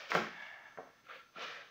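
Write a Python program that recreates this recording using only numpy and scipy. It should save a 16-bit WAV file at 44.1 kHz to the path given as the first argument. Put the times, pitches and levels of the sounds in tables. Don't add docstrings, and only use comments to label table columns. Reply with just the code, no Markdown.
import sys
import numpy as np
from scipy import signal
from scipy.fft import rfft, irfft, next_fast_len
from scipy.io import wavfile
from scipy.ndimage import map_coordinates

SR = 44100
rng = np.random.default_rng(int(sys.argv[2]) if len(sys.argv) > 2 else 0)


def elevation(decibels):
    levels = np.asarray(decibels, float)
    return 10 ** (levels / 20)


def inscribe(sig):
    pcm = np.round(np.clip(np.atleast_2d(sig).T, -1, 1) * 32767)
    wavfile.write(sys.argv[1], SR, pcm.astype(np.int16))


N = 74970

# (frequency [Hz], level per Hz [dB])
HUSH_SPECTRUM = [(24, -33), (45, -9), (140, 3.5), (700, -3), (1500, -1.5), (2600, -9), (5500, -9),
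                 (7500, -22)]
HUSH_DB = -70.5
# (time [s], level [dB])
WHINE_LEVEL = [(0.2, -4.5), (.45, 0), (.56, -6.5), (.7, 1), (.84, 0), (.92, -4.5), (1.1, -4.5), (1.3, -2),
               (1.7, -0.5)]
WHINE_HZ, WHINE_DRIFT_RAD, WHINE_DB = 6216, 1.8, -83
HUM_HZ, HUM_WIDTH_HZ, HUM_DB, HUM_WOBBLE_DB = 1348.2, 18, -81, 2.5

# (time [s], pressure level [dB], brightening by speed [dB])
LANDING = [
    (0, -50.5, -8.5),
    (.04, -53.5, -12.5),
    (.088, -56, -5),
    (.098, -52, -6.5),
    (.108, -47, 3.5),
    (.12, -51, -1),
    (.155, -43.5, 0),
    (.19, -47.5, -2.5),
    (.29, -62.5, -2),
]
SLIDE = [
    (.22, -67, 16),
    (.31, -61, 6),
    (.43, -52.5, 1.5),
    (.47, -56.5, 5),
    (.55, -56, -4),
    (.6, -58.5, -23.5),
    (.69, -60, -4.5),
    (.77, -70.5, -1.5),
    (1.01, -80, 11.5),
]
SCUFF = [
    (1.03, -78, -3),
    (1.062, -68.5, 5.58),
    (1.078, -75, 7),
    (1.09, -56.5, -4.15),
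    (1.15, -55, -3.3),
    (1.2, -67, 6.5),
    (1.238, -69, 1),
    (1.246, -95.5, 0.7),
    (1.29, -100, 8.1),
]
DRAG = [
    (1.33, -76.5, -11.5),
    (1.355, -60.5, -31),
    (1.375, -54, -6.5),
    (1.43, -47, 1.5),
    (1.47, -50.5, -1),
    (1.53, -56, 5),
    (1.62, -58.5, -6.5),
    (1.7, -69, 5),
]
GLIDE = [
    (1.44, -61, 0.0051),
    (1.5, -63, 0.0038),
    (1.55, -59, 0),
    (1.61, -60.5, 0),
    (1.65, -72, 0.025),
    (1.7, -75.5, 0),
]
# (frequency [Hz], width [Hz], level [dB])
LANDING_RES = [(166.5, 12, -17.5), (569.6, 149, -3), (1368, 373, -3), (1835, 210, -1.5), (2312, 143, 3),
               (3134, 690, -5), (5530, 2020, -13.5)]
SLIDE_RES = [(642.7, 106.6, -7), (910.5, 159, -7), (1197, 138, -9), (1701, 108.5, 1.5), (2205.5, 103, -4),
             (2726, 188, -13), (3482, 259, -16.5), (4580, 810, -29)]
SCUFF_RES = [(150, 27, -12.5), (517, 61.6, 3), (1146, 82, -7), (1346, 22, -6), (1645, 177, 0),
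             (2233, 298, -1), (2950, 842, -8), (3656, 676, -9.5), (4653, 230, -19)]
DRAG_RES = [(142.2, 25.7, -8.5), (481.3, 77.2, 1), (704, 119.5, -1), (1268, 282, 3.5), (1836, 742, -1.5),
            (2455, 181, 3), (2916, 183, -1), (3658, 880, -6), (6340, 1180, -24)]
GLIDE_RES = [(566.7, 43.5, 2), (1300, 84, -22.5), (1595, 95, 1.5), (1895, 255, 1)]
GRAINS_PER_S, GRAIN_SPREAD_DB = 5000, 2.5
FUZZ_HZ = 3055

# (frequency [Hz], decay time t60 [s])
ROOM_T60 = [(100, 0.546), (250, 0.432), (550, 0.336), (1500, 0.4676), (4000, 0.614), (10000, 0.201)]
# (frequency [Hz], level [dB])
ROOM_COLOUR = [(100, -4), (300, -3.5), (800, 0), (2000, -0.5), (5200, 4), (7500, 0.5), (12000, -0.5)]
ROOM_DB, RUB_ROOM_DB, ROOM_DELAY_S, ROOM_HOP_S = -2.5, -11, .004, .018

# (time [s], floor thump level [dB], deck bending level [dB], edge clack level [dB], contact time [ms])
KNOCKS = [(.103, -67.5, -45.5, -57, 0.099), (0.108, -58.5, -45.5, -40.5, 0.066),
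          (.143, -71, -37.5, -28.5, 0.053), (.19, -34.5, -37, -31, 0.091), (.2, -43, -45, -40, 0.089),
          (.779, -59.5, -50, -46, 0.157), (.8, -65, -51.5, -37.5, 0.185), (.806, -63.5, -47, -48, 0.136),
          (0.817, -55, -50.5, -44.5, 0.182), (1.41, -51.5, -51.5, -37, 0.049),
          (1.484, -59.5, -54, -40.5, 0.048), (.1180, -42.5, -33.5, -17, 0.073),
          (.134, -52.5, -34.5, -25, 0.109), (.1510, -26, -22.5, -16, 0.0307),
          (.156, -32, -24, -49.5, 0.0785), (.162, -38, -31.5, -66.5, 0.026),
          (.169, -38.5, -26, -43.5, 0.183), (0.176, -30, -34, -31, 0.05), (0.7743, -58, -48.5, -27, 0.19),
          (0.786, -53, -37, -58.5, 0.136), (1.363, -48, -75, -73.5, 0.162),
          (1.384, -66.5, -42, -58.5, 0.0625), (1.526, -76.5, -68, -40.5, 0.042)]
# (frequency [Hz], level [dB], decay time t60 [s])
THUMP = [(69.9, -8, 0.273), (122, -2.5, 0.1385), (175.54, 4, 0.107), (220.38, -2, 0.237),
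         (268.1, -8, 0.271), (333.4, -10, 0.268), (356.7, -4.5, 0.199)]
# (frequency [Hz], level [dB], decay time t60 [s])
BEND = [(400.7, -12, 0.082), (474.9, 0, 0.0916), (518.5, -2.5, 0.0517), (582.9, 4, 0.0326),
        (659.9, 3, 0.0362), (747.7, -6.5, 0.0506), (814.5, -9, 0.0547), (931.6, -7.5, 0.039),
        (1057, 0, 0.032)]
# (frequency [Hz], level [dB], decay time t60 [s])
LOADED = [(109, -13, 0.12), (160.7, -10.5, 0.0755), (267, -10.5, 0.07), (482, 0, 0.052), (576.5, 2, 0.037),
          (661.6, 5, 0.0388), (706, 4, 0.033), (755, 0.5, 0.0315), (906.6, 0.5, 0.0528),
          (1109, -0.5, 0.058)]
# (frequency [Hz], level [dB], decay time t60 [s])
CLACK = [(1126.2, -7, 0.0394), (1360.9, 2, 0.02675), (1566.3, 4.5, 0.0184), (1764.2, 4.5, 0.0155),
         (1863.3, 2, 0.0141), (2089, 1.5, 0.0126), (2535, -10.5, 0.0247), (2995, -10.5, 0.0155),
         (3620, -26, 0.0077)]
# (start [s], end [s])
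STOOD_ON = (.5, 1.0)
CRACK_DB, CRACK_T60_S = -4, .002
MODE_SCATTER_DB, DETUNE = 1.2, .004

# (time [s], frequency [Hz], level [dB], decay time t60 [s])
PING = (0.1246, 5202.5, -35, 0.0013)

# (time [s], level [dB], rise time [s], share of lowest mode [dB])
CATCHES = [
    (1.067, -53, 0.00245, -38.5),
    (1.082, -56.5, 0.0049, -26),
    (1.093, -41, 0.00737, -3.5),
    (1.107, -44, 0.0019, -6.5),
    (1.123, -51.5, 0.00113, -20.5),
    (1.21, -60.5, 0.0084, -26),
    (1.228, -65.5, .006, -22),
    (1.356, -40.5, 0.0085, -14.5),
    (1.367, -37, 0.0065, -24),
]
# (frequency [Hz], decay time t60 [s])
SING = [(1190, 0.046), (1352, 0.0558), (2500, 0.0247)]
SING_TOP_DB = -9.5

# (frequency [Hz], level [dB])
MIC = [(30, -20), (110, -12.5), (200, 1.5), (5500, 5), (7000, -0.5), (8500, -12), (13500, -11), (15000, 3)]
# (frequency [Hz], level per Hz [dB])
HISS = [(20, 16.5), (7000, -1.5), (13000, -1), (14800, 4), (16000, 15)]
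HISS_DB, TOP_HZ = -80.5, 15650


def unit(x):
    return x / np.sqrt(np.mean(x ** 2) + 1e-20)


def along(points, hz):
    f, v = np.transpose(points)
    return np.interp(np.log(hz + 1), np.log(f + 1), v)


def wobble(rate):
    return map_coordinates(rng.standard_normal(2000), [np.arange(N) * rate / SR])


def filtered(x, response):
    m = next_fast_len(N + SR // 2)
    return irfft(rfft(x, m) * response(np.fft.rfftfreq(m, 1 / SR)), m)[..., :N]


def causal(gain):
    c = irfft(np.log(gain + 1e-6))
    c[1:len(c) // 2] *= 2
    c[len(c) // 2 + 1:] = 0
    return np.exp(rfft(c))


def narrow(centre_hz, width_hz):
    return unit(filtered(rng.standard_normal(N), lambda hz: 1 / (1 + ((hz - centre_hz) / width_hz) ** 2)))


def hush():
    t = np.arange(N) / SR
    colour = lambda hz: elevation(along(HUSH_SPECTRUM, hz) - along(MIC, hz)) * (hz < 8000)
    air = unit(filtered(rng.standard_normal(N), colour))
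    air = elevation(HUSH_DB + 1.45 * wobble(6.44)) * air
    whine_db = WHINE_DB + np.interp(t, *np.transpose(WHINE_LEVEL))
    phase = 2 * np.pi * WHINE_HZ * t + WHINE_DRIFT_RAD * wobble(6.5)
    whine = elevation(whine_db) * np.sqrt(2) * np.sin(phase)
    hum = elevation(HUM_DB + HUM_WOBBLE_DB * wobble(3.23)) * narrow(HUM_HZ, HUM_WIDTH_HZ)
    return air + whine + hum


def rub(stroke, resonances, stutter_db, grit_db, fuzz_db):
    chance, sign, size = rng.random((3, N))
    grains = (chance < GRAINS_PER_S / SR) * np.sign(sign - .5) * elevation(-GRAIN_SPREAD_DB * np.log(size + 0.053))
    texture = elevation(grit_db) * unit(grains) + rng.standard_normal(N)
    drive = unit(texture * elevation(stutter_db * wobble(70.24)))

    def resonate(f):
        total = 0
        for k, (centre, width, db) in enumerate(resonances):
            band = 1j * f * width / (centre * centre - f * f + 1j * f * width)
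            total = total + (-1) ** k * elevation(db) * band
        return total

    norm = np.sqrt(np.mean(np.abs(resonate(np.linspace(0, SR / 2, 4096))) ** 2))
    body = lambda f: resonate(f) / norm
    low = lambda f: 1 / (1 + 1j * f / FUZZ_HZ)
    t = np.arange(N) / SR
    s, db, speed_db = np.transpose(stroke)
    pressed = drive * elevation(np.interp(t, s, db, left=-200, right=-200))
    fast = pressed * elevation(np.interp(t, s, speed_db))
    dull_part = filtered(pressed, lambda f: body(f) * low(f))
    bright_part = filtered(fast, lambda f: (body(f) + elevation(fuzz_db)) * (1 - low(f)))
    return dull_part + bright_part


def room(x):
    out, hop = np.zeros(N + 2 * SR), round(ROOM_HOP_S * SR)
    hz, u, z = signal.stft(rng.standard_normal((N // hop + 1, SR // 2)), SR, nperseg=256)
    decay_db = along(ROOM_COLOUR, hz)[:, None] - 60 * u / along(ROOM_T60, hz)[:, None]
    tails = signal.istft(z * elevation(decay_db), SR, nperseg=256)[1][:, :SR // 2]
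    padded = np.pad(x, (hop, 2 * hop))
    fade = np.sin(np.pi * np.arange(2 * hop) / (2 * hop))
    for k, tail in enumerate(tails):
        stretch = padded[k * hop:][:2 * hop] * fade
        answer = signal.fftconvolve(stretch, tail / np.linalg.norm(tail))
        out[k * hop + round(ROOM_DELAY_S * SR):][:len(answer)] += answer
    return out[hop:][:N]


def ring(modes, t):
    total = 0
    for hz, db, t60 in modes:
        envelope = elevation(db + MODE_SCATTER_DB * rng.standard_normal() - 60 * t / t60)
        tuned_hz = hz * (1 + DETUNE * rng.standard_normal())
        total = total + envelope * np.sin(2 * np.pi * tuned_hz * t + rng.uniform(0, 1))
    return total


def knocks():
    out, t = np.zeros(N + SR), np.arange(SR // 2) / SR
    for s, thump_db, bend_db, clack_db, contact_ms in KNOCKS:
        deck_modes = LOADED if STOOD_ON[0] < s < STOOD_ON[1] else BEND
        crack = elevation(clack_db + CRACK_DB - 60 * t / CRACK_T60_S) * rng.standard_normal(len(t))
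        thump = elevation(thump_db - 11.5) * ring(THUMP, t) * (1 - np.exp(-t / 0.000696))
        deck = elevation(bend_db - 8.0) * ring(deck_modes, t) + elevation(clack_db - 8.5) * ring(CLACK, t)
        hit = thump + deck * (1 - np.exp(-t / 0.000487)) + crack
        force = t[:200] * np.exp(-t[:200] * 1000 / contact_ms)
        out[round(s * SR):][:len(t)] += np.convolve(hit, force / force.sum())[:len(t)]
    return out[:N]


def ping():
    s, hz, db, t60 = PING
    t = np.clip(np.arange(N) / SR - s, 0, None)
    return elevation(db - 60 * t / t60) * np.sin(2 * np.pi * hz * t) * (1 - np.exp(-t / 0.00092))


def catches():
    out, t = np.zeros(N + SR), np.arange(SR // 2) / SR
    for s, db, rise, low_db in CATCHES:
        tones = [(hz, level, t60) for (hz, t60), level in zip(SING, (low_db, 0, SING_TOP_DB))]
        onset = np.sin(np.pi / 2 * np.clip(t / rise, 0, 1)) ** 2
        out[round(s * SR):][:len(t)] += elevation(db) * ring(tones, t) * onset
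    return out[:N]


def scene():
    rubs = rub(LANDING, LANDING_RES, stutter_db=-0.5, grit_db=-7.5, fuzz_db=-11.0)
    rubs += rub(SLIDE, SLIDE_RES, stutter_db=-0.72, grit_db=-3.5, fuzz_db=-40)
    rubs += rub(SCUFF, SCUFF_RES, stutter_db=0.74, grit_db=-6.5, fuzz_db=-15.0)
    rubs += rub(DRAG, DRAG_RES, stutter_db=1.0, grit_db=-10, fuzz_db=-27.0)
    rubs += rub(GLIDE, GLIDE_RES, stutter_db=-2.5, grit_db=9.5, fuzz_db=-41)
    hits = knocks() + catches()
    reverberation = room(elevation(ROOM_DB) * hits + elevation(RUB_ROOM_DB) * rubs)
    return (hits + ping() + rubs + reverberation + hush())[None]


def low_pass(x):
    return signal.sosfilt(signal.butter(12, 15680, fs=SR, output="sos"), x)


def record(dry):
    hiss = unit(filtered(rng.standard_normal(N), lambda hz: elevation(along(HISS, hz)) * (hz < 16000)))
    heard = filtered(dry, lambda hz: causal(elevation(along(MIC, hz))))
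    mix = filtered(heard + elevation(HISS_DB) * hiss, lambda hz: hz < TOP_HZ)
    return low_pass(mix)


dry = scene()
out = record(dry)
inscribe(out)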